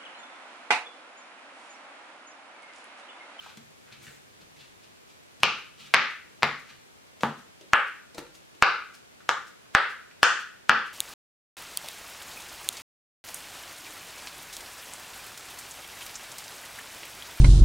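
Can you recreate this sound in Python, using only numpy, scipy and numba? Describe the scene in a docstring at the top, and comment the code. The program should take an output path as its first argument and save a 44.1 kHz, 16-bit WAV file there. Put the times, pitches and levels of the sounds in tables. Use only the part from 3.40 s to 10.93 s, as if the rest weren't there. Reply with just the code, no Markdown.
"""Fingertips first tap and rub softly on rubber over a faint hiss; from about two seconds, ten loud pops follow.
Fingers press the bubbles of a silicone pop toy, close to a stereo microphone in a small, bare room.
Each dome crumples, snaps through and rings the air in its cup; one stiff dome only crunches.
Taps, rubs and lifting fingers are noise shaped by resonances; the room adds reflections and a fading tail.
The loud pops overdrive the recorder: it clips their first cycles and its limiter ducks the start of the echo."""
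import sys
import numpy as np
from scipy import signal
from scipy.fft import rfft, irfft, next_fast_len
from scipy.io import wavfile
from scipy.ndimage import map_coordinates
from numba import njit

SR = 44100
rng = np.random.default_rng(int(sys.argv[2]) if len(sys.argv) > 2 else 0)


def unload_wav(signal):
    """Save mono or channel-first audio to the path in sys.argv[1] as 16-bit WAV at rate SR, clipped to [-1, 1]."""
    wavfile.write(
        sys.argv[1],
        SR,
        np.round(np.clip(np.atleast_2d(signal).T, -1, 1) * 32767).astype(np.int16),
    )


N = 332073  # length of the scene in samples

# rings of the empty cups and of the whole sheet of rubber
CUPS_HZ, CUPS_WIDTH_HZ, SHEET_HZ, SHEET_WIDTH_HZ = 1437, 360, 154.5, 76

# one press per dome; the peak is that of the direct sound, before the room and the left-right balance:
# (time [s], peak [dB], cup pitch [Hz], dome pitch [Hz], dome against cup [dB], slap against cup [dB],
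#  thump against cup [dB], snap speed as cut-off [Hz], hollowness [0-1], puff peak [dB], time until the lift [s])
DOME_POPS = [(2.0335, 7, 1220, 2394, 0, -26, -7.5, 5800, 0.4, -26, 0.15),
             (2.544, 10, 1420, 1960, -4.5, -22.5, -12, 5300, 0.03, -47.5, .167),
             (3.0317, 2.5, 1150, 1860, -6, -13, -3.5, 4720, .2, -50.5, .165),
             (3.8342, -7.5, 920, 2670, -41, -43, 3, 4000, 0.4, -46, .153),
             (4.3343, 8.5, 1484, 2450, -18.5, -16, -37, 3140, 0.2, -18.5, .145),
             (5.2246, 10, 1360, 2230, -15, -14.5, -51, 4500, 0.63, -7, .32),
             (5.892, -0.5, 1220, 2950, -30, -51, -40, 7220, 0.44, -57, .185),
             (6.3501, 8, 1520, 2740, -47, -8.5, -35, 3800, 0.3, -7.5, .153),
             (6.831, 13, 1584, 2555, -16, -34.5, -36, 7600, 0.84, -44, .174),
             (7.295, 8, 1483, 2575, -24, -19.5, -14.5, 4630, 0.7, -15, .174)]
# a dome that catches halfway snaps a first time just before its pop:
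# (time [s], peak of the direct sound [dB])
HALFWAY_CATCHES = [(2.5396, 3.5), (3.0243, -12)]


def pops(puff_s=0.00039):
    """Each dome snaps through and displaces one low puff, heard only up close; a catch has the voice of its dome."""
    track = np.zeros((2, N))
    t = np.arange(SR // 10) / SR
    for s, db, *voice, puff_db, _ in DOME_POPS:
        add(track, s, snap(db, *voice))
        puff = -amp(puff_db) * t / puff_s * np.exp(1 - t / puff_s)
        add(track, s, puff[None])  # straight to the microphone, without the room
    for s, db in HALFWAY_CATCHES:
        nearest_pop = min(DOME_POPS, key=lambda pop: abs(pop[0] - s))
        _, _, *voice, _, _ = nearest_pop
        add(track, s, snap(db, *voice))
    return track


# width of the cup's ring over its pitch; a fully hollow pop has this much less
CUP_DAMPING, HOLLOW_RINGS = 0.58, 0.22
GAP_RATIO = 0.839  # the hollow lies just under the dome's own pitch


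def snap(db, cup_hz, dome_hz, dome_db, slap_db, thump_db, snap_hz, hollow,
         slap_hz=4800, slap_width=2000, dome_width=540, overtone=1.136,
         thump_hz=236, thump_width=50, flap_db=-7, radiates_hz=350,
         gap_width=340, upper_gap=1.8, upper_gap_width=750):
    """One sudden push of air rings the cup, two modes of the dome's skin and the floppy sheet, for a few cycles."""
    f = np.fft.rfftfreq(4096, 1 / SR)
    cup_damping = max(CUP_DAMPING - HOLLOW_RINGS * hollow, .1)
    cup = resonance(f, cup_hz, cup_damping * cup_hz)
    cup = cup * 1j * f / (1j * f + radiates_hz)  # so small a cup radiates little bass
    two_modes = resonance(f, dome_hz, dome_width) + resonance(f, overtone * dome_hz, dome_width)
    dome = amp(dome_db) * two_modes
    slap = amp(slap_db) * resonance(f, slap_hz, slap_width)
    flap = amp(flap_db) * resonance(f, SHEET_HZ, SHEET_WIDTH_HZ)
    sheet = amp(thump_db) * (flap - resonance(f, thump_hz, thump_width))
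    # between the modes, parts of the dome move against each other and cancel: two gaps make the pop hollow
    gap_hz = GAP_RATIO * dome_hz
    lower = 1 - hollow * resonance(f, gap_hz, gap_width)
    upper = 1 - hollow * resonance(f, upper_gap * gap_hz, upper_gap_width)
    voice = (cup + dome + slap + sheet) * lower * upper * lowpass(f, snap_hz, order=6)
    # the dome flips away from the microphone, so suction comes before the push
    pop = -irfft(voice)
    return in_room(amp(db) * pop / np.abs(pop).max(), wet_db=-3.0)


def buckling(level_db=-42, rise_t60=0.032, rush_db=19, rush_t60=0.005, hz=1300, width=3200):
    """Before each pop the dome crumples ever louder, with a last rush as it gives way."""
    track = np.zeros((2, N))
    before = np.arange(SR // 20)[::-1] / SR  # seconds left until the pop
    colour = lambda f: resonance(f, hz, width) * lowpass(f, 7700, order=2)
    for s, db, *_ in DOME_POPS:
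        creak = unit(filtered(rng.standard_normal(len(before)), colour))
        swell = amp(-60 * before / rise_t60) + amp(rush_db - 60 * before / rush_t60)
        # louder pops crumple louder, by half as many dB
        add(track, s - before[0], in_room(amp(level_db + db / 2) * creak * swell, wet_db=-0.5))
    return track


# one dome has a stiff cap and only crunches when pressed: time [s], level [dB], time until the lift [s]
CAP_S, CAP_DB, CAP_HOLD_S = 4.7825, -30, .168
# resonances of the stiff cap: (pitch [Hz], width [Hz], level against each other [dB])
STIFF_CAP_MODES = [(330, 210, 7), (854, 156, -8.5), (1283, 300, -1.5), (3015, 8100, -13)]


def capped_dome(rise_t60=0.024, fall_t60=0.061, top_hz=10000):
    """The stiff cap scrapes down into its cup without a snap: friction rings its modes."""
    track = np.zeros((2, N))
    t = np.arange(-SR // 20, SR // 10) / SR
    modes = lambda f: sum(amp(db) * resonance(f, hz, width) for hz, width, db in STIFF_CAP_MODES)
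    body = lambda f: modes(f) * lowpass(f, top_hz, order=2)
    swell = amp(CAP_DB - 60 * np.maximum(-t / rise_t60, t / fall_t60))
    scrape = unit(filtered(friction(len(t)), body))
    add(track, CAP_S + t[0], in_room(scrape * swell, wet_db=-4))
    return track


# fingertips landing on the rubber; the peak is that of the direct sound:
# (time [s], peak [dB], thud pitch [Hz], tick against thud [dB])
FINGER_TAPS = [(0.062, -36.5, 980, -11), (0.172, -36.5, 176, -1), (0.667, -39, 1933, -27),
               (2.003, -40.5, 146, -0.5), (2.935, -53, 222, -11), (3.808, -31.5, 499, 9),
               (4.2109, -40, 409, -0.5), (4.7463, -35, 480, 0), (5.15, -45, 352, 1.5),
               (5.805, -43, 1404, -13.5), (6.256, -48.5, 1305, -4), (6.712, -43, 1880, -18)]


def taps(contact_t60=0.03, tick_hz=2800, tick_width=5000, damping=.9):
    """A fingertip lands: a short scuff into a heavily damped thud, with a tick of skin."""
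    track = np.zeros((2, N))
    t = np.arange(SR // 10) / SR
    tick_colour = lambda f: resonance(f, tick_hz, tick_width) * lowpass(f, 9000, order=2)
    for s, db, thud_hz, tick_db in FINGER_TAPS:
        force = rng.standard_normal(len(t)) * amp(-60 * t / contact_t60)
        thud = unit(filtered(force, lambda f: resonance(f, thud_hz, damping * thud_hz) ** 2))
        tick = unit(filtered(force, tick_colour))
        tap = thud + amp(tick_db) * tick
        add(track, s, in_room(amp(db) * tap / np.abs(tap).max(), wet_db=-1.5))
    return track


# skin sliding on silicone as the hands shift, and last a brief hiss of skin within the dull press at 3.83 s;
# the level is that before the swell and the room: (time of the middle [s], length [s], level [dB], skin pitch
# [Hz], cup ring against skin [dB], sheet rumble against skin [dB])
SKIN_RUBS = [(0.036, 0.22, -50.5, 2600, 2, -17), (0.48, 0.037, -57.5, 1700, -4, -4),
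             (0.525, 0.05, -52, 2300, -10, 4), (0.658, 0.18, -55, 2290, -8, 5.5),
             (0.684, 0.27, -59.5, 7060, -12, -14), (1.014, 0.041, -58, 2840, -5, 12),
             (1.217, 0.16, -57, 3100, -18, -2), (1.437, 0.049, -57, 3080, -19, -9),
             (1.698, 0.077, -63, 2970, -21, -6), (2.43, 0.18, -51.5, 2900, -9, -1.5),
             (3.296, 0.13, -56.5, 2400, -2, -6), (3.83, 0.032, -47.5, 4450, -2.5, 9)]


def rubs(damping=1.23):
    """The hands shift their grip, and skin grinds in one dull press: skin hisses, the empty cups ring and the
    sheet rumbles."""
    track = np.zeros((2, N))
    for s, length, db, hz, cups_db, sheet_db in SKIN_RUBS:
        colour = lambda f: (resonance(f, hz, damping * hz) ** 2
                            + amp(cups_db) * resonance(f, CUPS_HZ, CUPS_WIDTH_HZ)
                            + amp(sheet_db) * resonance(f, SHEET_HZ, SHEET_WIDTH_HZ))
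        add(track, s - length / 2, stroke(length, db, colour))
    return track


# the finger peels off after each press, louder the later it comes; LIFT_DB is the level at time 0
LIFT_DB, LIFT_GROWS_DB_PER_S, LIFT_HZ, LIFT_S = -64, 1.64, 5000, .038


def lifts(width_hz=7500, top_hz=11000):
    """After every press the fingertip peels out of the cup with a short bright scuff."""
    track = np.zeros((2, N))
    colour = lambda f: resonance(f, LIFT_HZ, width_hz) * lowpass(f, top_hz, order=2)
    times = [s + hold for s, *_, hold in DOME_POPS] + [CAP_S + CAP_HOLD_S]
    for s in times:
        level_db = LIFT_DB + LIFT_GROWS_DB_PER_S * s
        add(track, s - LIFT_S / 2, stroke(LIFT_S, level_db, colour))
    return track


def stroke(length, db, response):
    """One slide of skin that swells and fades, coloured by what it rubs."""
    size = int(length * SR)
    rub = unit(filtered(friction(size), response))
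    return in_room(amp(db) * rub * np.hanning(size), wet_db=2.5)


def friction(size, slips_per_s=1500, smooth=0.93, catches_per_s=70, uneven_db=3.5):
    """Skin sticks and slips in tiny grains, catching unevenly on the rubber."""
    slips = rng.standard_normal(size) * (rng.random(size) < slips_per_s / SR)
    steps = np.arange(size) * catches_per_s / SR
    grip = map_coordinates(rng.standard_normal(100), [steps], mode="mirror")
    return (unit(slips) + smooth * rng.standard_normal(size)) * amp(uneven_db * grip)


# how long the echo takes to fade by 60 dB: (pitch [Hz], time [s])
ECHO_FADE = [(100, 0.31), (260, 0.46), (700, 0.26), (1600, 0.47), (4000, 0.43), (8000, 0.41), (14000, 0.24)]
# colour of the echo: (pitch [Hz], relative level [dB])
ECHO_COLOUR = [(60, 3.5), (140, 1), (270, -5.5), (520, 4.5), (660, -1.5), (860, 3), (1010, -4), (1200, 2),
               (1420, 0), (1700, -1.5), (3200, -4), (3800, -2), (5000, -5.5), (14000, -0.5)]
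# how alike the echo is at left and right: (pitch [Hz], likeness [-1 to 1])
ECHO_ALIKE = [(100, 0.94), (700, 0.89), (1400, 0.75), (3000, .66), (7000, 0.15), (15000, 0.18)]
# standing waves: (pitch [Hz], level against the diffuse tail [dB], time to fade by 60 dB [s])
STANDING_WAVES = [(46.4, -25.5, .9), (144.5, -18, 0.32), (230.8, -26, 0.26), (333, -30.5, 0.47),
                  (435, -29.5, .4), (824, -33.5, 0.37), (852, -31, 0.16), (1188, -29, 0.25),
                  (1440, -35, 0.71), (1520, -25.5, 0.42), (1694, -19.5, 0.16)]
# first reflections, each delay varied slightly at random: (delay [s], gain [against the direct sound])
FIRST_REFLECTIONS = [(.0063, 0.29), (.0098, .13), (0.0122, 0.16), (0.0195, .12), (0.021, .13)]


def in_room(sound, wet_db, build_s=0.00043):
    """Direct sound, first reflections, a diffuse tail and standing waves; the tail differs as the hands move."""
    size = SR * 2 // 3
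    t = np.arange(size) / SR
    noise = stereo_noise(size, ECHO_COLOUR, ECHO_ALIKE)
    hz, frames, z = signal.stft(noise, SR, nperseg=256)
    fade = amp(-60 * frames / along(ECHO_FADE, hz)[:, None])  # each pitch fades at its own rate
    tail = signal.istft(z * fade, SR, nperseg=256)[1][:, :size]
    tail = unit(tail * (1 - np.exp(-t / build_s)))
    for mode_hz, db, t60 in STANDING_WAVES:
        wave = np.sin(2 * np.pi * mode_hz * t) * amp(-60 * t / t60)
        tail = tail + amp(db) * unit(wave)
    echo = amp(wet_db) * tail / np.sqrt(size)
    for delay, gain in FIRST_REFLECTIONS:
        # one shift for both sides, then a tinier one for each
        arrival = delay + rng.normal(0, .00015) + rng.normal(0, .00003, 2)
        echo[[0, 1], np.round(arrival * SR).astype(int)] += gain
    echo[:, 0] += 1  # the direct sound
    return signal.fftconvolve(sound[None], echo, axes=1)


# colour of the steady hiss: (pitch [Hz], relative level per Hz [dB])
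HISS_COLOUR = [(15, -48.5), (25, -16.5), (84, 0.5), (242, 0.5), (317, -0.5), (384, 0.5), (463, -0.5),
               (1370, -6), (2410, -7), (4870, -12.5), (10100, -15.5), (14400, -19), (16000, -27.5)]
# how alike the hiss is at left and right, below 0 for opposite: (pitch [Hz], likeness [-1 to 1])
HISS_LIKENESS = [(60, -0.58), (240, -0.61), (950, -0.59), (3770, -0.23), (15000, -0.39)]


def hiss():
    """A steady faint hiss: coloured noise, partly opposite at left and right."""
    return amp(-53.5) * stereo_noise(N, HISS_COLOUR, HISS_LIKENESS)


def stereo_noise(size, spectrum, alike):
    """Coloured noise of rms 1, partly shared by left and right."""
    # the likeness sets how much goes to the shared middle and how much to the opposed sides
    turn = lambda f: np.arccos(np.clip(along(alike, f), -1, 1)) / 2
    colour = lambda f: amp(along(spectrum, f)) * np.array([np.cos(turn(f)), np.sin(turn(f))])
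    mid, side = filtered(rng.standard_normal((2, size)), colour)
    return unit(np.array([mid + side, mid - side]))


def amp(db):
    """Decibels to gain."""
    return 10 ** (np.asarray(db) / 20)


def unit(x):
    """x at rms 1."""
    return x / np.sqrt(np.mean(x ** 2) + 1e-20)


def along(points, hz):
    """(Hz, value) points read on a log axis."""
    f, v = np.transpose(points)
    return np.interp(np.log(hz + 1), np.log(f), v)


def filtered(x, response):
    """x times a complex response of frequency."""
    size = x.shape[-1]
    m = next_fast_len(size + 8192)
    return irfft(rfft(x, m) * response(np.fft.rfftfreq(m, 1 / SR)), m)[..., :size]


def resonance(f, hz, width):
    """Causal response of one damped mode."""
    return 1j * f * width / (hz * hz - f * f + 1j * f * width)


def lowpass(f, hz, order):
    """Causal response of a smooth low-pass."""
    return signal.freqs(*signal.butter(order, hz, analog=True), f)[1]


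def add(track, s, sound):
    """Mix a sound into a stereo track from time s on."""
    start = round(s * SR)
    sound = sound[:, max(-start, 0):N - start]
    track[:, max(start, 0):][:, :sound.shape[1]] += sound


def scene():
    """The toy sits a little to the left, over a steady faint hiss."""
    toy = pops() + buckling() + capped_dome() + taps() + rubs() + lifts()
    left_right_db = [[.75], [-.75]]
    return toy * amp(left_right_db) + hiss()


@njit
def follow(need, attack, release):
    """Track a level, rising fast and falling slowly (times in samples)."""
    out, level = np.zeros(len(need)), 0.0
    for i in range(len(need)):
        level += (need[i] - level) / (attack if need[i] > level else release)
        out[i] = level
    return out


TOP_HZ = 16200  # nothing passes above this
# the recorder's top end: (pitch [Hz], level [dB])
SOFT_TREBLE = [(7000, 0), (9500, -2.5), (15000, -3.5)]


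def record(dry, threshold_db=-6, attack_s=0.00069, release_s=0.072):
    """A limiter too slow for the first cycles, rounded clipping at full scale, a soft top end, then the band limit."""
    loudest_side = np.abs(dry).max(axis=0)
    over_db = np.maximum(20 * np.log10(loudest_side + 1e-9) - threshold_db, 0)
    ducked = dry * amp(-follow(over_db, attack_s * SR, release_s * SR))
    clipped = ducked / (1 + np.abs(ducked) ** 10) ** (1 / 10)
    return filtered(clipped, lambda f: amp(along(SOFT_TREBLE, f)) * (f < TOP_HZ))


dry = scene()
out = record(dry)
unload_wav(out)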